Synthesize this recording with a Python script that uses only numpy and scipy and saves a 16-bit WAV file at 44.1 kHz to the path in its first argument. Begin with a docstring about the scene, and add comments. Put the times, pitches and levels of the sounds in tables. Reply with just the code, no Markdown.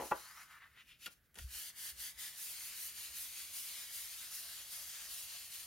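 """In a small room, at a craft table, a book page is laid on an inked printing plate.
The sheet buckles with a hollow pop, slides into place and flicks off a fingertip.
Both hands land and the table thumps. Then one palm rubs to and fro over the paper:
countless fibres slip, making a dry hiss that swells and brightens with every stroke."""
import sys
import numpy as np
from scipy import signal
from scipy.fft import rfft, irfft, next_fast_len
from scipy.io import wavfile
from scipy.ndimage import uniform_filter1d

SR = 44100
rng = np.random.default_rng(int(sys.argv[2]) if len(sys.argv) > 2 else 0)


def put_to_file(sound):
    """Save the sound as 16-bit audio at rate SR, in the file named by the first command-line argument."""
    columns = np.atleast_2d(sound).T  # one column per channel
    safe = np.clip(columns, -1, 1)
    whole_steps = np.round(safe * 32767)
    wavfile.write(sys.argv[1], SR, whole_steps.astype(np.int16))


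N = 249945

# the palm's strokes, each lasting until the next: (start [s], fastest point [share of stroke],
# friction [dB], fine hiss [dB], dull rush [dB], friction at the opening turn [dB],
# time at full speed [share], rest at either end [s])
STROKES = [(1.464, 0.74, -51.5, -48.5, -63, -66.5, 0.51, 0.0097),
           (1.729, 0.7, -49.5, -45.5, -60, -66.5, 0.33, 0.015),
           (1.946, 0.43, -48.5, -45, -60, -62, 0.17, 0.015),
           (2.154, 0.4, -48.5, -46, -59, -65, 0.13, 0.014), (2.342, .49, -51, -44.8, -63, -55.5, .15, .008),
           (2.578, 0.25, -52, -47.5, -60.5, -52, .1, .008),
           (2.74, 0.51, -50.8, -43.5, -60.5, -51.5, 0.14, .008), (2.936, .42, -49, -47, -61, -55, .1, .008),
           (3.118, 0.4, -51, -44.4, -63.5, -53.5, .1, 0.0088),
           (3.322, 0.43, -50, -49, -62.5, -53, .1, .008), (3.505, .38, -50.5, -43, -62.5, -53.5, .1, .008),
           (3.696, 0.27, -48.5, -49.5, -62, -50.5, .1, .008),
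           (3.89, .32, -50, -45.5, -62.5, -53.5, 0.093, .008),
           (4.15, 0.42, -51, -49.5, -62.5, -51, .1, .008),
           (4.287, .34, -50.5, -45.5, -64, -52.5, .1, 0.0066),
           (4.486, 0.51, -51.5, -52.5, -62.5, -51, .1, 0.007),
           (4.68, 0.27, -49.5, -45.5, -64, -55.5, 0.082, 0.014),
           (4.88, 0.29, -50, -55, -63, -50.5, 0.11, 0.0074),
           (5.075, 0.34, -50, -45.5, -66, -52.5, 0.082, 0.011),
           (5.263, 0.23, -49.5, -51.5, -64, -51.5, .1, .008), (5.485, 0.34, -50, -48, -63, -55, .1, 0.0071)]
# tone of the palm's friction: (pitch [Hz], level [dB])
FRICTION_TONE = [(300, -37), (1200, -11.5), (2000, -10), (2800, -1.2), (3500, 0), (4750, -0.5),
                 (5900, -3.5), (7200, -1.3), (8050, -1), (8700, -4), (9500, -4.5), (16000, -15.5)]
# tone of the fine, bright hiss: (pitch [Hz], level [dB])
HISS_TONE = [(2000, -27), (6000, -5.5), (8100, -2), (8800, -3), (10000, 0), (11200, 1.5), (12500, -1.5),
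             (14500, -1), (16000, -7)]
# tone of the flat hand's dull rush: (pitch [Hz], level [dB])
PALM_TONE = [(100, -16), (220, -7.5), (340, -9.5), (470, -18), (670, -35), (880, -7.5), (1200, -6),
             (1700, 5), (2200, 6), (3000, -5.5), (6000, -17.5)]
# side compared with middle, by pitch; from 10 to 14 kHz the side all but vanishes, at the very top it returns:
# # (pitch [Hz], side compared with middle [dB])
STEREO_WIDTH = [(60, -20), (300, -11), (800, -4.5), (2200, -10.5), (4400, -6.5), (5900, -4.5), (7700, -7),
                (8600, -11.5), (10000, -32.5), (13500, -63), (15500, 5)]
# how heavily the hand leans: (time [s], table rumble [dB], room ring [dB])
LEANING = [(1.6, -102, -79), (1.9, -77.5, -84), (2.35, -99, -75.5), (2.9, -77.5, -79.5),
           (4.3, -83.5, -74.5), (5.0, -78.5, -69.5), (5.67, -83, -77.5)]
# faint, fixed room resonances that colour the rubbing: (pitch [Hz], width [Hz], level [dB])
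ROOM_NOTES = [(565, 42, 0), (689, 23, 8), (887, 21, 5), (1024, 110, -3), (1194, 130, 3.5)]
# snaps of the buckling sheet: (time [s], level [dB], treble limit [Hz])
BUCKLES = [(.0055, -37, 700), (0.0183, -34.5, 650), (.035, -39.5, 700), (0.055, -53, 696),
           (0.1133, -34.5, 2390), (.1183, -26, 2410), (0.124, -46.5, 2410)]
# hollow notes of the pop, as the room colours it: (pitch [Hz], level [dB], time to fade by 60 dB [s])
POP_NOTES = [(344, -3, 0.072), (470, -5.5, 0.068), (547, -2.5, 0.1), (654, -8.5, 0.11), (836, 7, 0.05),
             (971, 2.5, 0.069), (1009, 2, 0.048), (1167, 0, 0.085), (1366, 3, 0.041), (1510, -5, 0.11),
             (1660, -11.5, 0.088), (1886, -8, 0.074), (1936, -10, 0.075), (2340, -10.5, 0.05),
             (2640, -7.5, 0.062)]
# the loose sheet flaps against the air: (time [s], level [dB], fade time [s])
FLAPS = [(0, -40.5, 0.031), (0.024, -48.5, 0.026), (0.112, -41, .006), (0.1173, -37, 0.0078),
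         (0.132, -56, 0.0353)]
# tone of a flap: (pitch [Hz], level [dB])
FLAP_TONE = [(60, -23.5), (125, -11.5), (190, -15.5), (280, -3), (550, -2), (930, -1.5), (1400, -17),
             (2000, -14), (3200, -21), (4000, -35.5)]
# slides of the sheet, and of the fingers over it:
# (start [s], length [s], fastest point [share of slide], swish [dB], fingers [dB])
SLIDES = [(-.06, 0.11, 0.78, -63, -51.5), (0.006, 0.16, 0.32, -70, -48.5), (0.122, 0.28, 0.16, -61.5, -54),
          (0.215, 0.28, 0.7, -57.5, -58), (0.453, 0.16, 0.45, -56, -64), (0.596, 0.12, 0.3, -60, -80),
          (0.743, 0.1, 0.65, -60.5, -70.5), (0.861, 0.086, 0.39, -61.5, -65.5),
          (0.981, 0.12, 0.66, -57, -53), (1.08, 0.07, 0.61, -84.5, -60.5), (1.13, 0.073, .3, -91, -74.5),
          (1.227, .055, 0.44, -90, -80), (1.347, 0.15, 0.37, -67, -54.5)]
# the air gap under the sheet closes, so its note climbs: (time [s], pitch [Hz])
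AIR_GAP = [(0, 900), (.17, 1120), (.3, 1230), (.52, 1410), (.66, 1440), (.8, 1990), (.92, 2517),
           (1.05, 3010), (1.2, 3000)]
# breathy, rising whistle of the sheet's edge: (time [s], pitch [Hz], level [dB])
WHISTLE = [(0, 3400, -82), (.13, 3600, -75), (.19, 4000, -63), (.25, 4300, -63), (.3, 4540, -68),
           (.34, 5250, -66), (.4, 5750, -65), (.47, 5900, -88), (.6, 5900, -130)]
# tone of fingers sliding on paper: (pitch [Hz], level [dB])
FINGER_TONE = [(300, -25), (900, -23), (1400, -5), (2000, -5), (4200, -2), (7000, 0.5), (9200, -2.5),
               (11300, 1.5), (14000, -5.5), (16000, -6)]
# the corner springs off a fingertip: (time [s], level [dB], treble limit [Hz], bass limit [Hz])
FLICKS = [(1.0598, -44, 8000, 2800), (1.0633, -41, 5000, 1900), (1.0672, -39, 1500, 900)]
# notes of the page's corner: (pitch [Hz], level [dB], time to fade by 60 dB [s])
CORNER_NOTES = [(1415, -0.5, 0.044), (1900, -26, 0.032), (2420, -5.5, 0.025), (2800, -1.5, 0.042),
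                (3350, 0, .025), (4430, -4.5, 0.022), (6300, -7, 0.0069), (10200, -8, .005)]
# fingertips touch the page: (time [s], level [dB], fade time [s], treble limit [Hz])
TOUCHES = [(0.764, -44, .007, 3500), (1.0595, -43, 0.0078, 11900), (1.063, -43, 0.0095, 7000),
           (1.343, -54.5, 0.016, 17900), (1.355, -42.5, 0.013, 7000), (1.372, -43, .005, 2500),
           (1.386, -38.5, 0.0072, 9000), (1.391, -45, 0.014, 2000)]
# notes of the page lying on the plate: (pitch [Hz], width [Hz], level [dB])
PAGE_NOTES = [(181, 100, -13.5), (376, 97, -6.5), (690, 480, -11.5), (1440, 83, 1), (1850, 110, 3.5),
              (2870, 790, -2), (5520, 4000, -8), (11620, 4600, -1.5)]
# the page is flattened by its own spring, then by the hands: (time [s], level [dB], fade time [s])
PATS = [(1.067, -55, 0.0094), (1.078, -62, .016), (1.362, -68, .016), (1.375, -63, 0.018),
        (1.398, -73, 0.012)]
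# tone of a pat: (pitch [Hz], level [dB])
PAT_TONE = [(90, -17), (180, 2), (330, -4.5), (550, -4), (900, -5), (1600, -10), (4000, -45)]
# the hands' weight lands on the table: (time [s], level [dB], push length [s])
THUMPS = [(0.02, -54, 0.0038), (0.13, -56, 0.0045), (1.383, -48, 0.009), (1.411, -41.5, 0.0033),
          (1.44, -36.5, 0.0058), (1.546, -53.5, 0.0069), (1.918, -62, 0.0044), (1.986, -58, 0.0067),
          (2.148, -61, .006)]
# echoes off the mat, bottles and tools: (delay [s], level [dB])
ECHOES = [(.00045, -12.5), (.00082, -14.5), (.00168, -18), (.0025, -26.5), (.00356, -17), (.00405, -12.5),
          (.0052, -17), (.0071, -17.5)]
# tone of the room's quiet background: (pitch [Hz], level [dB])
ROOM_TONE = [(20, -28), (40, 3), (65, 5), (130, 1), (300, -9.5), (600, -15), (1000, -20.5), (1600, -7),
             (2500, -18), (5000, -22), (8500, -26), (11500, -17), (16000, -18.5)]
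# how far the left microphone opening leads the right: (pitch [Hz], phase [radians])
LEFT_LEAD = [(30, 0), (2000, 0), (3500, .85), (5300, .5), (5800, -.1), (7000, 1.3), (7700, 2.55),
             (8200, 2.7), (8450, .5), (9200, .2), (10500, 0)]
# how much louder the left opening is: (pitch [Hz], level [dB])
LEFT_BOOST = [(100, .7), (1800, .6), (2900, 2.1), (3700, 1.1), (5000, 1.9), (7600, 1.5), (9500, 0)]

RUB_END_S = 5.7
FRICTION_POWER, HISS_POWER, SLIDE_POWER = 1.57, 1.62, 1.43   # loudness grows as speed to this power
HISS_FADE_DB_PER_S = 35   # the bright hiss dies away after a stroke's fastest point
CREEP_END_S, CREEP_FADE_DB_PER_S = 0.95, 131   # the held sheet never quite rests; let go, it settles
TABLE_HZ, TABLE_RING_S, ROOM_RING_S = 62, .18, 0.22   # ring times are for a 60 dB fade


def rubbing(speed):
    """The palm drags on the page: friction, a bright hiss that bites and fades, and a dull rush."""
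    start, peak, friction_db, hiss_db, palm_db, *_, length = current_stroke()
    turn_times, *_, turn_db, _, _ = np.transpose(STROKES)
    t = np.arange(N) / SR
    at_turn = from_db(np.interp(t, turn_times, turn_db))
    past_peak_s = np.maximum(t - start - peak * length, 0)
    drag = speed ** FRICTION_POWER
    bite = speed ** HISS_POWER * from_db(-HISS_FADE_DB_PER_S * past_peak_s)
    full_friction = from_db(friction_db)
    friction_gain = at_turn * (1 - drag) + full_friction * drag
    hiss_gain = at_turn * from_db(1.5) * (1 - bite) + from_db(hiss_db) * bite
    palm_gain = from_db(palm_db) * (friction_gain / full_friction) ** 0.63   # swells less than friction
    friction = friction_gain * toned(slips(per_s=1500, catch_db=-13, flutter_db=.5), FRICTION_TONE)
    hiss = hiss_gain * toned(slips(per_s=1300, catch_db=-10, flutter_db=.5), HISS_TONE)
    palm = palm_gain * toned(slips(per_s=460, catch_db=-4.5, flutter_db=1), PALM_TONE)
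    waver = from_db(0.63 * drift(7.9))
    return within(turn_times[0], RUB_END_S) * waver * (friction + hiss + palm)


def hand_speed():
    """The hand speeds up and slows down in each stroke, resting briefly at each turn."""
    start, peak, *_, hold, rest, length = current_stroke()
    return movement(start + rest, length - 2 * rest, peak, hold)


def current_stroke():
    """At every sample, the row of the stroke under way, then its length."""
    starts = np.array(STROKES)[:, 0]
    rows = np.column_stack([STROKES, np.diff(starts, append=RUB_END_S)])
    under_way = np.maximum(np.searchsorted(starts, np.arange(N) / SR) - 1, 0)
    return rows[under_way].T


def slips(per_s, catch_db, flutter_db, side_db=0):
    """Friction: countless fibres slip, some catch harder (per_s), and the skin grips unevenly."""
    middle, side = rng.standard_normal((2, N))
    caught = rng.random(N) < per_s / SR
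    sizes = from_db(4 * np.minimum(rng.exponential(1, N), 4))
    catches = caught * sizes * rng.choice([-1, 1], N)
    middle = unit_level(middle + from_db(catch_db) * unit_level(catches))
    side = from_db(side_db) * shape_tone(side, STEREO_WIDTH) * [[1], [-1]]
    return (middle + side) * from_db(flutter_db * drift(26))


def leaning(speed):
    """The dragging hand shakes the table, most as it turns; faint room resonances colour the rub."""
    table_db, room_db = over_time(LEANING)
    turning = 1 - speed
    drag = slips(per_s=400, catch_db=-4.5, flutter_db=3.5)
    table = unit_level(resonate(drag, [(TABLE_HZ, 16, 0), (50, 14, -9), (325, 70, -18)]))
    room_ring = unit_level(resonate(drag, ROOM_NOTES))
    both = from_db(table_db + 4 * turning) * table + from_db(room_db - 0.5 * turning) * room_ring
    return within(STROKES[0][0], RUB_END_S) * both


def buckling():
    """Each snap of the bending sheet makes a hollow, room-coloured pop, inside the slap of its flapping."""
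    pops = high_pass(from_db(-6) * strike(BUCKLES, POP_NOTES), hz=303)   # a small sheet has little bass
    flaps = sum(contact(*flap) for flap in FLAPS)
    return pops + flaps * toned(slips(per_s=800, catch_db=-1, flutter_db=2, side_db=-4), FLAP_TONE)


def sliding():
    """The sheet slides over the plate in short pushes; its swish rings in the narrowing air gap."""
    creep = from_db(-CREEP_FADE_DB_PER_S * np.maximum(np.arange(N) / SR - CREEP_END_S, 0))
    swish_gain, fingers_gain = from_db(-74) * creep, from_db(-75) * creep
    for start, length, peak, swish_db, fingers_db in SLIDES:
        push = movement(start, length, peak) ** SLIDE_POWER
        swish_gain = np.hypot(swish_gain, from_db(swish_db) * push)
        fingers_gain = np.hypot(fingers_gain, from_db(fingers_db) * push)
    gap_hz, = over_time(AIR_GAP)
    whistle_hz, whistle_db = over_time(WHISTLE)
    scrape = slips(per_s=770, catch_db=-5.5, flutter_db=1, side_db=-11)
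    scrape *= from_db(2 * drift(10))   # the sheet catches and lets go
    swish = sweep(sweep(scrape, gap_hz, share=1), gap_hz, share=1) / np.sqrt(gap_hz)
    swish = low_pass(swish, hz=4690)   # the sheet muffles the gap
    swish = unit_level(high_pass(swish, hz=800))   # thin paper gives off little bass
    whistle = unit_level(sweep(sweep(scrape, whistle_hz, share=.09), whistle_hz, share=.09))
    fingers = toned(slips(per_s=830, catch_db=-8.5, flutter_db=1), FINGER_TONE)
    return swish_gain * swish + fingers_gain * fingers + from_db(whistle_db) * whistle


def flicking():
    """The page's corner springs off a fingertip: dry cracks, ringing lower as more paper comes free."""
    rings = cracks = 0
    for start, db, treble_hz, bass_hz in FLICKS:
        rings += high_pass(strike([(start, db, treble_hz)], CORNER_NOTES), bass_hz)
        scuff = slips(per_s=3000, catch_db=-2.5, flutter_db=-1)
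        cracks += low_pass(contact(start, db - 2, fade_s=.0018) * scuff, hz=6500)
    return rings + high_pass(cracks, hz=2100)


def touching():
    """Each touch is a brief scuff that rings the page; the fleshier the contact, the duller."""
    scuff = slips(per_s=2200, catch_db=-3.5, flutter_db=3)
    force = sum(low_pass(contact(start, db, fade_s) * scuff, hz) for start, db, fade_s, hz in TOUCHES)
    return from_db(-1) * resonate(force, PAGE_NOTES)


def patting():
    """Air squeezed out from under the page makes a low pat."""
    force = sum(contact(*pat) for pat in PATS)
    return force * toned(slips(per_s=1000, catch_db=-8.5, flutter_db=3.5), PAT_TONE)


def thumping():
    """Soft pushes rock the table top, which gives off little below its own note."""
    t = np.arange(N) / SR
    force = 0
    for start, db, length in THUMPS:
        push = np.sin(np.pi * np.clip((t - start) / length, 0, 1)) ** 2
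        force += from_db(db) * push * 2 / (length * SR)
    return high_pass(ring(force, TABLE_HZ, TABLE_RING_S), hz=42)


def add_echoes(x, sway_s):
    """Nearby things reflect the treble; as hands and sheet move, the paths change and the tone shifts."""
    treble = high_pass(x, hz=1300)
    samples, total, power = np.arange(N), x, 1
    for delay, db in ECHOES:
        earlier = samples - (delay + sway_s * drift(1)) * SR
        total = total + from_db(db) * np.array([np.interp(earlier, samples, side) for side in treble])
        power += from_db(db) ** 2 / 2
    return total / np.sqrt(power)


def wall_reverb(x, wall_hz, size=16384):
    """The walls add a short, dull tail, different at each side, with little deep bass."""
    t = np.arange(size) / SR
    tail = low_pass(rng.standard_normal((2, size)), wall_hz)
    tail = tail * np.exp(-np.log(1000) * t / ROOM_RING_S) * (t > .005)
    tail = tail / np.sqrt(np.sum(tail ** 2) / 2 * SR / (2 * wall_hz))   # gain 1 below wall_hz
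    return signal.fftconvolve(x, high_pass(tail, hz=150), axes=1)[:, :N]


def room_air():
    """The room's faint, steady rumble and hiss, mostly the same at both sides."""
    noise = rng.standard_normal(N) + from_db(-6.5) * rng.standard_normal((2, N))
    return from_db(-74) * toned(noise, ROOM_TONE)


def microphone(x):
    """The two microphone openings hear the treble out of step, the left one a little louder."""
    size = next_fast_len(N)
    hz = np.arange(size // 2 + 1) * SR / size
    lead = np.interp(hz, *np.transpose(LEFT_LEAD))
    boost_db = np.interp(hz, *np.transpose(LEFT_BOOST))
    left = np.exp(1j * lead / 2) * from_db(boost_db / 2)
    return irfft(rfft(x, size) * np.array([left, 1 / left]), size)[:, :N]


def movement(start, length, peak, hold=0):
    """Speed of one movement: from rest up to 1, held around its peak, and back to rest."""
    progress = (np.arange(N) / SR - start) / length
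    peak = np.clip(peak, .05, .95)
    ramp = np.minimum(progress / peak, (1 - progress) / (1 - peak)) / (1 - np.clip(hold, 0, .9))
    return np.sin(np.pi / 2 * np.clip(ramp, 0, 1))


def contact(start, db, fade_s):
    """Force of one contact: sudden, then dying away."""
    t = np.arange(N) / SR - start
    return from_db(db) * (t >= 0) * np.exp(-np.abs(t) / fade_s)


def strike(snaps, notes):
    """Softened clicks set notes ringing; every second note's wave is flipped."""
    force = np.zeros(N)
    for start, db, treble_hz in snaps:
        click = np.zeros(N)
        click[max(round(start * SR), 0)] = from_db(db)
        force += low_pass(click, treble_hz)
    return sum((-1) ** k * from_db(db) * ring(force, hz, ring_s)
               for k, (hz, db, ring_s) in enumerate(notes))


def ring(clicks, hz, ring_s):
    """Each click starts a pure note that fades by 60 dB in ring_s."""
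    decay, angle = np.exp(-np.log(1000) / (ring_s * SR)), 2 * np.pi * hz / SR
    return signal.lfilter([0, np.sin(angle)], [1, -2 * decay * np.cos(angle), decay ** 2], clicks + 1e-18)


def resonance(hz, width):
    """Filter numbers that let through a band around one pitch."""
    r = np.exp(-np.pi * width / SR)
    return (1 - r * r) / 2 * np.array([1, 0, -1]), [1, -2 * r * np.cos(2 * np.pi * hz / SR), r * r]


def resonate(x, notes):
    """A set of notes rings along with x; every second note's wave is flipped."""
    return sum((-1) ** k * from_db(db) * signal.lfilter(*resonance(hz, width), x + 1e-18)
               for k, (hz, width, db) in enumerate(notes))


def sweep(x, hz, share, size=256):
    """A moving resonance whose width is a share of its pitch."""
    swept, state = np.zeros_like(x), np.zeros((2, 2))
    for i in range(0, N, size):
        band = resonance(hz[i], share * hz[i])
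        swept[:, i:i + size], state = signal.lfilter(*band, x[:, i:i + size], zi=state)
    return swept


def shape_tone(x, tone):
    """Turn each pitch up or down to follow a tone table."""
    hz, db = np.transpose(tone)
    size = next_fast_len(N)
    pitches = np.maximum(np.arange(size // 2 + 1) * SR / size, 1)
    gain = from_db(np.interp(np.log(pitches), np.log(hz), db))
    return irfft(rfft(x, size) * gain, size)[..., :N]


def toned(x, tone):
    """Give a sound a tone and an average level of 1."""
    return unit_level(shape_tone(x, tone))


def low_pass(x, hz):
    """Soften the treble above hz."""
    return signal.sosfilt(signal.butter(2, min(hz, SR / 2 - 1), fs=SR, output="sos"), x + 1e-18)


def high_pass(x, hz):
    """Thin out the bass below hz."""
    return signal.sosfilt(signal.butter(2, hz, "high", fs=SR, output="sos"), x + 1e-18)


def drift(hz):
    """A slow random wobble of typical size 1; higher hz wobbles faster."""
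    r = np.exp(-80 * np.pi * hz / SR)
    slow = signal.lfilter([1], [1, -2 * r, r * r], rng.standard_normal(N // 40 + 2002))[2000:]
    return np.interp(np.arange(N) / 40, np.arange(len(slow)), unit_level(slow))


def over_time(rows):
    """Join a table's timed points with lines, one curve per column."""
    times, *columns = np.transpose(rows)
    return [np.interp(np.arange(N) / SR, times, column) for column in columns]


def within(start, end):
    """1 from start to end, fading quickly outside."""
    t = np.arange(N) / SR
    return uniform_filter1d(1. * ((t >= start) & (t <= end)), size=600)


def unit_level(x):
    """Scale to an average (rms) level of 1."""
    return x / np.sqrt(np.mean(x ** 2) + 1e-20)


def from_db(db):
    """Turn decibels into a multiplier."""
    return 10 ** (np.asarray(db) / 20)


def scene():
    """Paper and hands a little to the left, with the room around them."""
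    speed = hand_speed()
    snaps = buckling() + flicking()
    hands = add_echoes(rubbing(speed) + sliding(), sway_s=0.000165)
    hands = hands + leaning(speed) + touching() + patting() + thumping()
    air = room_air()
    walls = wall_reverb(from_db(-12) * hands + from_db(-13) * snaps, wall_hz=4090)
    return microphone(hands + snaps + walls) + air


def record(dry):
    """The treble above 15900 Hz is cut steeply."""
    return signal.sosfilt(signal.ellip(12, .1, 70, 15900, fs=SR, output="sos"), dry)


dry = scene()
out = record(dry)
put_to_file(out)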